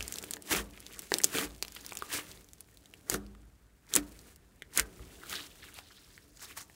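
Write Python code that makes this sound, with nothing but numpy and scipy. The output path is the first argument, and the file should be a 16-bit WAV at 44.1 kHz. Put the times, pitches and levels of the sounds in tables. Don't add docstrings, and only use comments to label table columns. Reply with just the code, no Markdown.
import sys
import numpy as np
from scipy import signal
from scipy.fft import rfft, irfft, next_fast_len
from scipy.io import wavfile
from scipy.ndimage import map_coordinates

SR = 44100
rng = np.random.default_rng(int(sys.argv[2]) if len(sys.argv) > 2 else 0)


def generate_wav(signal):
    frames = np.transpose(np.atleast_2d(signal))
    scaled = np.clip(frames, -1, 1) * 32767
    pcm = np.round(scaled).astype(np.int16)
    wavfile.write(sys.argv[1], SR, pcm)


N = 297675


def amp(db):
    return 10 ** (np.asarray(db) / 20)


def unit(x):
    return x / np.sqrt(np.mean(x ** 2) + 1e-20)


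def along(points, hz):
    point_hz, value = np.transpose(points)
    return np.interp(np.log(hz + 1), np.log(point_hz + 1), value)


def curves(rows):
    s, *columns = np.transpose(rows)
    return [np.interp(np.arange(N) / SR, s, column) for column in columns]


def wobble(rate):
    knots = rng.standard_normal(N // 50)
    return map_coordinates(knots, [np.arange(N) * rate / SR])


def filtered(x, response):
    size = next_fast_len(N + SR // 2)
    hz = np.fft.rfftfreq(size, 1 / SR)
    return irfft(rfft(x, size) * response(hz), size)[..., :N]


def modes(resonances):
    def response(f):
        total = 0
        for k, (center, width, db) in enumerate(resonances):
            damping = 1j * f * width
            total = total + (-1) ** k * amp(db) * damping / (center * center - f * f + damping)
        return total
    return response


def rung(level, resonances):
    noise = rng.standard_normal(N)
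    response = modes(resonances)
    return filtered(level * noise, response) / np.std(filtered(noise, response))


def snaps(s, gain, hz, cycles, size):
    k = np.arange(size)
    turns = np.outer(np.clip(hz, 300, 16000) / SR, k)
    shape = (1 - np.exp(-2 * turns)) * amp(-60 * turns / cycles)
    waves = gain[:, None] * np.sin(2 * np.pi * turns) * shape
    at = np.round(s * SR).astype(int)[:, None] + k
    return np.bincount(at.ravel(), waves.ravel(), N + size)[:N]


def threads(count, hz, spread, cycles, scatter_db, clump_db, size):
    u = rng.random((count, 2))
    z = rng.standard_normal((count, 2))
    start_s = u[:, 0] * N / SR
    pitch = hz[(u[:, 0] * N).astype(int)] * np.exp(spread * z[:, 0])
    stray = np.minimum(-np.log(1 - u[:, 1]), 4)
    gain = amp(scatter_db * stray) * np.sign(z[:, 1])
    tear = snaps(start_s, gain * np.sqrt(pitch), pitch, cycles, size)
    return unit(tear * amp(clump_db * wobble(60)))


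# loudest_s, build_up_s, length_after_s,
# thick_threads_db, thin_threads_db, table_shake_db, thick_pitch_hz
SKIN_RIPS = [(0.523, 0.082, 0.079, -30.5, -27, -34, 2600), (1.142, 0.045, 0.027, -45.5, -40, -40.5, 2300),
             (1.247, 0.014, 0.016, -61, -41, -45.5, 2300), (1.348, 0.032, 0.014, -41, -33.5, -35.5, 2300),
             (1.393, 0.15, 0.057, -33.5, -32, -41, 2306), (1.763, 0.055, 0.0059, -52, -53, -83, 3500),
             (2.138, 0.081, 0.057, -37.5, -32, -51, 2600), (3.122, 0.073, 0.036, -40.5, -35.5, -34.5, 1386),
             (3.968, 0.084, 0.0069, -33.5, -30, -35, 1800), (4.784, 0.059, 0.014, -31, -27, -41, 1900),
             (5.327, 0.11, 0.13, -37, -38.5, -63, 3500), (5.651, 0.11, 0.037, -57.5, -57, -73, 3200),
             (5.787, 0.086, 0.0031, -49.5, -49, -83, 3300), (6.431, 0.082, 0.018, -44, -46.5, -77, 5200),
             (6.51, 0.11, 0.0091, -49.5, -49.5, -59.5, 2080), (6.573, 0.031, 0.0052, -46, -40, -88, 1840),
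             (6.608, 0.028, 0.0057, -43.5, -48.5, -58.5, 5900)]
# start_s, thick_threads_db, thin_threads_db, table_shake_db
KNEADING = [(0, -52.5, -49, -53.5), (.34, -60.5, -53, -51.5), (.41, -80, -69.5, -56.5),
            (.66, -67.5, -62.5, -66), (.98, -56.5, -56, -53.5), (1.3, -87, -51.5, -81),
            (1.6, -68.5, -62.5, -69), (1.87, -55, -56.5, -57), (2.31, -59, -54.5, -63),
            (2.47, -80, -66.5, -68.5), (3.03, -77.5, -67.5, -62.5), (3.7, -74.5, -84.5, -83.5),
            (4.0, -69, -61, -72), (4.31, -66, -59.5, -61.5), (4.36, -75.5, -72, -82.5),
            (4.7, -74.5, -72.5, -64.5), (4.85, -66, -62, -61), (5.25, -65, -56, -56), (5.85, -61, -63, -70),
            (6.19, -63.5, -61.5, -66.5), (6.3, -75, -66.5, -64.5), (6.75, -73, -64.5, -102)]
BUILD_DB, SAG_DB_PER_S, LET_GO_DB_PER_S = 37.5, 134.5, 904.5
SETTLE_DB, SETTLE_DB_PER_S = -10.5, 120.5


def handwork():
    gains = amp(curves(KNEADING))
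    t = np.arange(N) / SR
    table_only = np.array([[0], [0], [1]])
    for s, build, length, *db, _ in SKIN_RIPS:
        since = t - s
        after = np.maximum(since - length, 0)
        climb_db = BUILD_DB * since / build
        fall_db = -SAG_DB_PER_S * (since - after) - LET_GO_DB_PER_S * after
        rip = amp(np.where(since < 0, climb_db, fall_db))
        settle = (since > 0) * amp(SETTLE_DB - SETTLE_DB_PER_S * abs(since))
        gains = gains + amp(db)[:, None] * rip + amp(db[2]) * settle * table_only
    return gains


def peeling(thick_gain, thin_gain):
    wander = np.exp(wobble(40) / 12)
    pitch_hz, = curves([(rip[0], rip[-1]) for rip in SKIN_RIPS])
    thick = threads(count=6000, hz=pitch_hz * wander, spread=0.2346, cycles=22,
                    scatter_db=2.5, clump_db=3.5, size=300)
    deepest = threads(count=3000, hz=1500 * wander, spread=0.22, cycles=27,
                      scatter_db=1.5, clump_db=4.5, size=300)
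    thick = thick + amp(-2.0) * deepest
    thin = threads(count=30000, hz=np.full(N, 9000), spread=0.68, cycles=1.5,
                   scatter_db=-1.0, clump_db=2.02, size=70)
    ticks = threads(count=750, hz=np.full(N, 6500), spread=0.86, cycles=2.6,
                    scatter_db=2.5, clump_db=3.5, size=200)
    spent_db = 1.3 * np.arange(N) / SR
    ticks *= np.clip(thin_gain, amp(-72), amp(-56)) * amp(-spent_db)
    return thick_gain * thick + thin_gain * thin + ticks


# start_s, relative_level_db, fade_s (time to fall to 1/e)
LEG_SHOVES = [(0, -37.5, 0.046), (0.572, -40, 0.1), (1.452, -46, 0.13), (3.101, -44, 0.24),
              (3.981, -48, 0.16), (4.801, -39.5, 0.052), (5, -42, 0.056)]
# center_hz, width_hz, relative_level_db
TABLE_MODES = [(115, 8.5, -14.5), (174, 8, -4.5), (203.1, 3.5, 1.5), (292.5, 8, 2.5), (377.2, 10, -2.5),
               (445, 23, -5), (670, 60, -14)]
# center_hz, width_hz, relative_level_db
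LEG_MODES = [(53.5, 46, 14), (74, 8, -1)]


def table_top(shake):
    shaken = rung(shake * amp(1.1 * wobble(22)), TABLE_MODES)
    squelch = amp(-3) * rung(shake, [(306, 120, 0.0)])

    blows = np.zeros(N)
    for s, db, hz in BUBBLE_POPS:
        blows[round(s * SR)] = amp(2.11 * db + 54.0 - 13.65 * np.log2(hz / 1500))
    slime_mode = [(407, 72, 0.024)]
    knocks = filtered(blows, modes(slime_mode)) + amp(-8.5) * filtered(blows, modes(TABLE_MODES))

    t = np.arange(N) / SR
    shoves = sum(amp(db) * (t > s) * np.exp(-abs(t - s) / fade) for s, db, fade in LEG_SHOVES)
    swing = np.sin(2 * np.pi * LEG_MODES[0][0] * t + 0.3 * wobble(6))
    sway = amp(3) * shoves * swing
    unrest = amp(-62.0 + 3.6 * wobble(3))
    rocking = rung(amp(-7.5) * shoves + unrest, LEG_MODES)
    return shaken + squelch + knocks + sway + rocking


# frequency_hz, relative_level_db
AIR_SPECTRUM = [(28, -110), (50, -87), (100, -85.5), (430, -100), (800, -110), (1500, -112), (6000, -116),
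                (16000, -118)]


def air():
    return filtered(rng.standard_normal(N), lambda hz: amp(along(AIR_SPECTRUM, hz) + 43))


# start_s, relative_level_db, cavity_pitch_hz
BUBBLE_POPS = [(0.0069, -22, 2650), (0.0263, -23.5, 5560), (0.0799, -23.5, 7500), (0.124, -21, 7750),
               (0.14, -24.5, 7050), (0.158, -23, 4330), (0.17, -34, 12900), (0.185, -19.5, 6550),
               (0.227, -28.5, 6800), (0.2389, -26, 2490), (0.2412, -29, 10500), (0.3095, -18.5, 8700),
               (0.3103, -34, 9800), (0.3364, -18.5, 6900), (0.361, -37, 7600), (0.368, -30.5, 1750),
               (0.423, -33, 8900), (0.529, -19, 3030), (0.5492, -16, 2470), (0.7761, -36.5, 2430),
               (0.8037, -34.5, 9500), (0.8653, -30, 4540), (0.926, -36, 12200), (0.9345, -36, 7200),
               (0.9923, -22.5, 10800), (1.02, -31, 12100), (1.119, -13.5, 1760), (1.1402, -9, 4380),
               (1.1849, -14, 8300), (1.2022, -27.5, 1900), (1.2163, -24.5, 9600), (1.2367, -11.5, 5730),
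               (1.2433, -3.5, 7200), (1.247, -12, 7450), (1.3502, -24.5, 2450), (1.3604, -37, 1480),
               (1.3849, -13, 3240), (1.6257, -14, 4300), (1.6493, -25.5, 2770), (1.662, -47, 7000),
               (1.6816, -31.5, 4870), (1.707, -48, 6000), (1.722, -33.5, 5100), (1.75, -31.5, 12200),
               (1.7643, -33.5, 3600), (1.768, -36.5, 2250), (1.81, -37, 6500), (1.849, -37.5, 3900),
               (1.864, -26.5, 5730), (1.8923, -35, 5960), (1.9098, -34, 3690), (1.9216, -26, 2320),
               (1.9322, -33, 7500), (1.953, -28, 9700), (1.9715, -21.5, 6750), (1.989, -29, 14490),
               (2.0228, -23.5, 1210), (2.12, -41, 12500), (2.1286, -22, 3900), (2.188, -27.5, 1190),
               (2.3148, -35.5, 4700), (2.3748, -42, 3760), (2.4444, -44, 6940), (2.488, -41, 5760),
               (2.5335, -36.5, 9300), (2.6067, -30.5, 10440), (2.7723, -40, 4180), (2.858, -41.5, 3360),
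               (2.9384, -34, 2800), (3.0987, -7.5, 6660), (3.1418, -15, 5800), (3.1444, -18.5, 1390),
               (3.265, -45.5, 4600), (3.35, -47, 1330), (3.431, -51, 1430), (3.9384, -11.5, 7400),
               (3.9541, -8, 7500), (3.9624, -2.5, 7900), (3.9708, -21.5, 2500), (4.191, -39, 4540),
               (4.3606, -40, 7430), (4.6214, -28.5, 2040), (4.7752, -4.5, 8700), (4.7968, -7.5, 7200),
               (4.9939, -39, 1240), (5.2351, -34.5, 1380), (5.297, -28, 7000), (5.306, -33, 7500),
               (5.3287, -22.5, 3470), (5.742, -39, 12000), (5.788, -32.5, 2530), (6.1782, -38, 1840),
               (6.3727, -41, 4800), (6.395, -40, 3000), (6.5769, -36.5, 1760), (6.6982, -42.5, 1840),
               (6.743, -47, 5500)]


def pops():
    s, db, hz = np.transpose(BUBBLE_POPS)
    z = rng.standard_normal((len(s), 600))
    cavity = snaps(s, amp(db + 6.0), hz, cycles=11.6, size=500)
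    slap = snaps(s, amp(db - 10.5), 0.26 * hz, cycles=4.2, size=300)

    db, pitch = db[:, None], hz[:, None]
    late, ratio, loud = (z[:, k:k + 6] for k in (0, 6, 12))
    shred_s = s[:, None] + 0.00044 * abs(late)
    shred_gain = amp(db + 1 + 1.5 * loud)
    shred_hz = pitch * np.exp(0.19 + 0.5 * ratio)
    shreds = snaps(shred_s.ravel(), shred_gain.ravel(), shred_hz.ravel(), cycles=6.0, size=300)

    t = np.arange(z.shape[1]) / SR
    crack = amp(db - 22.5 - 60 * t / 0.0009)
    scatter = amp(0.89 * db - 12.0 - 60 * t / 0.011)
    noise = (crack + scatter) * z * np.sqrt(pitch / 6000)
    at = np.round(s * SR).astype(int)[:, None] + np.arange(len(t))
    spray = np.bincount(at.ravel(), noise.ravel(), N + len(t))[:N]
    return cavity + slap + shreds + signal.lfilter([1, -1], [1, -.8], spray)


# delay_s, level_db
NEAR_ECHOES = [(.0014, -26.5), (.0026, -19), (.0050, -15.5)]


def near(x):
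    return x + sum(amp(db) * np.pad(x, (round(s * SR), 0))[:N] for s, db in NEAR_ECHOES)


# frequency_hz, t60_s (time to lose 60 dB)
ROOM_DECAY = [(300, 0.79), (2000, 0.1), (12000, 0.022)]


def room(x):
    hz, t, z = signal.stft(rng.standard_normal(SR // 2), SR, nperseg=128)
    decay = amp(-60 * t / along(ROOM_DECAY, hz)[:, None])
    tail = signal.istft(z * decay, SR, nperseg=128)[1]
    delayed = np.pad(x, (200, 0))
    return signal.fftconvolve(delayed, tail / np.linalg.norm(tail))[:N]


def scene():
    thick, thin, shake = handwork()
    slime = near(pops()) + peeling(thick, thin)
    walls = amp(-17) * room(slime)
    return (slime + walls + table_top(shake) + air())[None]


# frequency_hz, gain_db
MIC_COLOUR = [(25, -16.5), (45, -3), (800, -4.5), (1400, -4.5), (3700, -3), (5400, -2.5), (7600, 0),
              (10000, -0.5), (11500, -2.5), (15700, -2), (16200, -46.5)]
TOP_HZ = 17000


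def record(dry):
    return filtered(dry, lambda hz: amp(along(MIC_COLOUR, hz)) * (hz < TOP_HZ))


dry = scene()
out = record(dry)
generate_wav(out)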